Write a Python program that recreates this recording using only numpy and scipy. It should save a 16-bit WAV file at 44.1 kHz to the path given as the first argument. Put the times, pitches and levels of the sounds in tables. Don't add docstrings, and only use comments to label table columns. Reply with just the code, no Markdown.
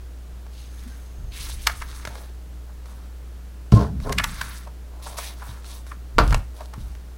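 import sys
import numpy as np
from scipy import signal
from scipy.fft import rfft, irfft, next_fast_len
from scipy.io import wavfile
from scipy.ndimage import uniform_filter1d

SR = 44100
rng = np.random.default_rng(int(sys.argv[2]) if len(sys.argv) > 2 else 0)


def dump_mix(stems):
    frames = np.atleast_2d(stems).T
    limited = np.clip(frames, -1, 1)
    pcm = np.round(limited * 32767).astype(np.int16)
    wavfile.write(sys.argv[1], SR, pcm)


N = 316227
TIME = np.arange(N) / SR
HIT = TIME[:16384]


def undb(db):
    return 10 ** (np.asarray(db) / 20)


def unit(x):
    return x / np.sqrt(np.mean(x ** 2))


def peak(x):
    return x / np.abs(x).max()


def crest(x):
    return x / np.sqrt(uniform_filter1d(x ** 2, size=88).max())


def add(out, s, x):
    i = int(s * SR)
    out[i:i + len(x)] += x[:N - i]


def colour(x, points):
    n = 2 * next_fast_len(len(x) // 2 + 1)
    hz, db = np.transpose(points)
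    log_hz = np.log(np.maximum(np.arange(n // 2 + 1) * SR / n, 1))
    gain = undb(np.interp(log_hz, np.log(hz), db))
    cepstrum = irfft(np.log(gain))
    cepstrum[1:n // 2] *= 2
    cepstrum[n // 2 + 1:] = 0
    return irfft(rfft(x, n) * np.exp(rfft(cepstrum)))[:len(x)]


def band(x, low_hz, high_hz, order=2):
    return signal.sosfilt(signal.butter(order, [low_hz, high_hz], "band", fs=SR, output="sos"), x)


def grains(count, rate, spread_db):
    sizes = undb(spread_db * np.minimum(rng.exponential(size=count), 5))
    return unit(rng.standard_normal(count) * sizes * (rng.random(count) < rate / SR))


def walk(rate):
    hold = int(SR / rate)
    steps = np.repeat(rng.standard_normal(N // hold + 1), hold)
    return unit(uniform_filter1d(steps, hold)[:N])


def swell(start, fastest, end, attack_power=1.14, release_power=2.1):
    t = TIME[:int((end - start) * SR)] + start
    arc = np.sin(np.pi / 2 * np.interp(t, [start, fastest, end], [0, 1, 0]))
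    return arc ** np.where(t < fastest, attack_power, release_power)


def burst(t, build_s, decay_s):
    return np.exp(-np.maximum(-t / build_s, t / decay_s))


def ring(modes):
    return sum(undb(db - 60 * HIT / t60) * np.sin(2 * np.pi * hz * HIT) for hz, db, t60 in modes)


def room_tone(mains_hz=60):
    # harmonic number, rms level/dB
    partials = [(1, -36.5), (2, -63), (3, -62.5), (5, -66.5), (7, -69.5)]
    # f/Hz, level/dB
    air_eq = [(65, -34), (110, -8.5), (181, -6.5), (442, -11), (544, -12), (603, -12.5), (1010, -18),
              (1440, -18), (2140, -23), (3750, -25), (15700, -31.5)]
    hum = sum(np.sqrt(2) * undb(db) * np.sin(2 * np.pi * (k * mains_hz * TIME + rng.random()))
              for k, db in partials)
    air = unit(colour(rng.standard_normal(N), air_eq)) * undb(-52 + 0.063 * walk(4.1))
    rumble = unit(band(rng.standard_normal(N), 5.8, 97)) * undb(-49.5)
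    return hum + air + rumble


def ticks(treble_db=-6):
    # t/s, peak level/dB
    cues = [(0.466, -36), (1.497, -27.5), (2.052, -16.5), (2.074, -19.5), (2.155, -24.5), (2.858, -33.5),
            (3.722, -15.5), (4.002, -30.5), (4.095, -19), (5.645, -29), (5.867, -32.5), (6.308, -20),
            (6.345, -8), (6.952, -31.5)]
    out = np.zeros(N)
    for s, db in cues:
        contact = undb(-17) * rng.standard_normal(len(HIT)) * np.exp(-HIT / 0.003)
        contact[0] += 1
        knock = peak(band(contact, 410, 1890))
        click = peak(band(contact, 4000, 7400, order=1))
        add(out, s, undb(db) * peak(knock - undb(treble_db) * click))
    return out


def flicker(x, depth_db=3.0, rate=55):
    spectrum = rfft(x)
    octave = np.log2(np.maximum(np.arange(N // 2 + 1) * SR / N, 1) / 1000)
    bands = (irfft(spectrum * np.maximum(1 - np.abs(octave - k), 0), N) for k in range(5))
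    return unit(sum(part * undb(depth_db * walk(rate)) for part in bands))


def whistle():
    # t/s, level/dB
    fader = [(.5, -73), (.6, -66), (1.6, -65), (2.1, -63)]
    times, db = np.transpose(fader)
    gain = undb(np.interp(TIME, times, db, left=-150, right=-150))
    tone = unit(band(rng.standard_normal(N), 6330, 6520))
    return tone * gain * unit(undb(-1.5 * walk(15.1)))


def sliding(kink_db=-9.5, blur_db=-48):
    # start/s, fastest/s, end/s, hiss/dB, rustle/dB, rustle pitch/Hz
    strokes = [(0.499, .59, 0.78, -54, -55.5, 3800), (0.683, 0.822, 1.21, -53.5, -59.5, 1600),
               (1.305, 1.362, 1.53, -61, -42.5, 3130), (1.301, 1.467, 1.604, -38, -51, 1490),
               (1.478, 1.64, 2.01, -46, -53.5, 2610), (1.679, 2.0, 2.45, -50, -51, 1480),
               (2.061, 2.08, 2.42, -62, -48.5, 630), (2.856, 2.858, 3.23, -58, -57.5, 1100),
               (3.718, 3.708, 3.95, -47, -42.5, 4340), (3.992, 4.05, 4.36, -48.5, -54, 1000),
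               (4.151, 4.39, 4.754, -41.5, -43.5, 1540), (5.022, 5.026, 5.29, -44.5, -67, 950),
               (4.851, 5.18, 5.47, -56.5, -48.5, 845), (5.168, 5.181, 5.404, -36, -45, 2130),
               (5.36, 5.47, 5.69, -48, -48, 1230), (5.622, 5.71, 5.86, -44.5, -52, 930),
               (5.866, 5.863, 6, -51, -58, 1500), (6.198, 6.28, 6.49, -46.5, -49, 2610),
               (6.523, 6.593, 6.75, -52, -51.5, 800), (6.713, 6.764, 7.15, -56.5, -60.5, 1070)]
    # f/Hz, level/dB
    hiss_eq = [(1060, -40), (1800, -4), (2320, -1), (2780, -2), (2910, -1.5), (3620, 3.5), (5150, 1),
               (6290, 1.5), (7140, -4.5), (8400, 1), (9540, -4), (10900, 2), (13500, -12.5), (15700, -4)]
    speed, rustle = np.zeros(N), np.zeros(N)
    for start, fastest, end, hiss_db, rustle_db, hz in strokes:
        motion = swell(start, fastest, end)
        fibres = grains(N, rate=3000, spread_db=2.5)[:len(motion)]
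        add(speed, start, undb(hiss_db) * motion)
        add(rustle, start, undb(rustle_db) * motion * unit(band(fibres, hz * 0.64, hz * 1.31)))
    crackle = grains(N, rate=2000, spread_db=0)
    crackle += undb(kink_db) * grains(N, rate=70, spread_db=4.5)
    hiss = grains(N, rate=20000, spread_db=-1)
    blur = speed / (speed + undb(blur_db))
    friction = np.sqrt(blur) * hiss + np.sqrt(1 - blur) * crackle
    whistling = whistle()
    grip = undb(0.31 * walk(70))
    return grip * (speed * flicker(colour(friction, hiss_eq)) + rustle + whistling)


def squeaks(wobble=0.01534):
    # t/s, level/dB, half length/s, f/Hz
    cues = [(0.87, -35, 0.0089, 225), (0.93, -53, 0.028, 1570), (3.777, -23, 0.015, 1050),
            (3.846, -39, 0.0087, 1040), (4.1, -31.5, .015, 1060)]
    warped_time = np.cumsum(1 + wobble * walk(200)) / SR
    return sum(undb(db) * np.exp(-((TIME - s) / length) ** 2) * np.sin(2 * np.pi * hz * warped_time)
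               for s, db, length, hz in cues)


def puffs(low_hz=27.73, high_hz=68, eddies_db=-9):
    # start/s, fastest/s, end/s, level/dB
    cues = [(1.168, 1.206, 1.4, -32), (1.288, 1.57, 2.18, -36), (3.975, 4.085, 4.57, -30),
            (6.142, 6.22, 6.49, -17), (6.264, 6.33, 6.44, -21), (6.774, 6.82, 7.06, -35.5)]
    flow = np.zeros(N)
    for start, fastest, end, db in cues:
        add(flow, start, undb(db) * swell(start, fastest, end))
    hz = np.sqrt(low_hz * high_hz) * (high_hz / low_hz) ** (np.tanh(walk(40)) / 2)
    swings = np.sqrt(2) * np.sin(2 * np.pi * np.cumsum(hz) / SR)
    eddies = unit(band(rng.standard_normal(N), 49, 120))
    return flow * (swings + undb(eddies_db) * eddies)


def snaps(build_cycles=4.15, decay_cycles=6.9, lead_s=0.05):
    # t/s, panel peak/dB, panel pitch/Hz, crackle relative to panel/dB
    cues = [(1.672, -4, 3000, -10), (1.674, -10.5, 1280, -31), (1.699, -18.5, 1300, -24),
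            (1.821, -21.5, 1500, -17), (2.697, -44, 1090, -27), (4.1263, -22.5, 1500, -1.5),
            (4.1853, -7, 2100, -15), (4.199, -11, 1560, -34), (4.2421, -14.5, 1430, -3),
            (4.415, -14, 1570, -13), (4.6751, -33.5, 780, -19), (5.069, -26, 880, -22),
            (5.187, -22.5, 920, -14), (5.424, -30.5, 1060, -26), (5.918, -25, 1290, -39),
            (6.327, -13, 1130, -17.5), (6.608, -27, 800, -19.5), (6.739, -30, 1060, -13.5)]
    out = np.zeros(N)
    t = HIT - lead_s
    for s, db, hz, crackle_db in cues:
        pop = burst(t, build_cycles / hz, decay_cycles / hz) * grains(len(t), rate=14000, spread_db=1.56)
        crease = burst(t, build_s=0.002, decay_s=0.0026) * grains(len(t), rate=11000, spread_db=1.5)
        panel = peak(band(pop, hz * 0.64, hz * 1.37))
        crease = band(crease, 1900, 6500, order=1)
        crackle = crest(band(crease, 1450, 15500))
        add(out, s - lead_s, undb(db) * (panel + undb(crackle_db) * crackle))
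    return out


def thumps():
    # t/s, level/dB, contact time/s
    cues = [(2.074, -32, 0.00075), (3.723, -5.5, 0.00066), (3.7367, 1.5, 0.004), (3.767, -9, 0.0021),
            (5.489, -29, 0.0066), (6.2, -15, .001), (6.327, -13, 0.012), (6.779, -27, 0.0027)]
    # f/Hz, level/dB, t60/s
    desk_modes = [(65.6, -15.5, 0.97), (115.5, 5.5, 0.19), (146, -1.5, 0.13), (183.2, -1, 0.17),
                  (207.6, -9, 0.36), (298.3, -8, 0.27), (418, -24, 0.65), (496, -30, .3), (605, -50, .3),
                  (730, -28, 0.37), (1000, -37, .2)]
    out, desk = np.zeros(N), ring(desk_modes)
    for s, db, contact_s in cues:
        push = HIT * np.exp(-4 * HIT / contact_s)
        motion = signal.fftconvolve(push, desk)[:len(HIT)]
        thud = band(motion, 89, 4000, order=1)
        add(out, s, undb(db) * crest(thud))
    return out


def drag(rumble_db=2.5, linger_s=0.078):
    # start/s, fastest/s, end/s, level/dB
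    shoves = [(3.721, 3.725, 3.75, -23), (3.744, 3.779, 3.922, -25), (4.036, 4.082, 4.167, -30)]
    # f/Hz, level/dB
    judder_eq = [(150, -18.5), (260, 3.5), (355, -4.5), (410, 3.5), (524, -4), (593, -0.5), (802, -6),
                 (1040, -7), (1160, -12.5), (1470, -14), (2500, -32), (3250, -69), (5500, -120)]
    effort = np.zeros(N)
    for start, fastest, end, db in shoves:
        add(effort, start, undb(db) * swell(start, fastest, end))
    retained = np.exp(-1 / (linger_s * SR))
    shaking = np.sqrt(signal.lfilter([1 - retained], [1, -retained], effort ** 2))
    slips = grains(N, rate=1500, spread_db=1)
    judder = unit(colour(slips, judder_eq)) * effort
    rumble = unit(band(slips, 66, 197, order=3)) * shaking * undb(rumble_db)
    return judder + rumble


def knocks(ring_db=-21):
    # t/s, level/dB, decay/s
    cues = [(6.1837, -4.5, 0.0032), (6.188, -2.5, 0.0043), (6.194, -14, 0.026)]
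    # f/Hz, level/dB
    clap_eq = [(130, -25), (220, -7), (310, 1), (430, -8), (540, -2), (850, -7), (1200, -0.5), (1500, -6.5),
               (1900, -17.5), (2350, -16), (3200, -22), (4600, -21), (7500, -36.5), (15000, -43.5)]
    # f/Hz, level/dB, t60/s
    modes = [(300, 0.5, 0.21), (540, -10, 0.15), (713, 7, .25), (1019.5, -4, .14), (1120, -6, .18),
             (1206, 0, 0.12), (1410, -3, 0.13), (2350, -18, .16)]
    out = np.zeros(N)
    for s, db, decay_s in cues:
        edges = grains(len(HIT), rate=8000, spread_db=2) * np.exp(-HIT / decay_s)
        add(out, s, undb(db) * crest(colour(edges, clap_eq)))
    add(out, cues[0][0], undb(ring_db) * crest(ring(modes)))
    return out


def room(x, low_t60=0.24, high_t60=0.16, wet_db=-12):
    tail = rng.standard_normal(len(HIT)) * (1 - np.exp(-HIT / 0.00058))
    low = band(tail, 197, 2550) * undb(-60 * HIT / low_t60)
    high = band(tail, 1470, 19845) * undb(-60 * HIT / high_t60)
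    response = low + undb(-2.5) * high
    response *= undb(wet_db) / np.sqrt(np.sum(response ** 2))
    response[int(0.0019 * SR)] += undb(-24.5)
    return x + signal.fftconvolve(x, response)[:N]


def scene():
    handling = sliding() + snaps() + ticks() + drag() + squeaks() + knocks()
    return (room(handling) + thumps() + puffs() + room_tone())[None]


def record(dry, top_hz=15800):
    lowpass = signal.ellip(10, 0.1, 70, top_hz, fs=SR, output="sos")
    return signal.sosfilt(lowpass, np.clip(dry, -1, 1))


dry = scene()
out = record(dry)
dump_mix(out)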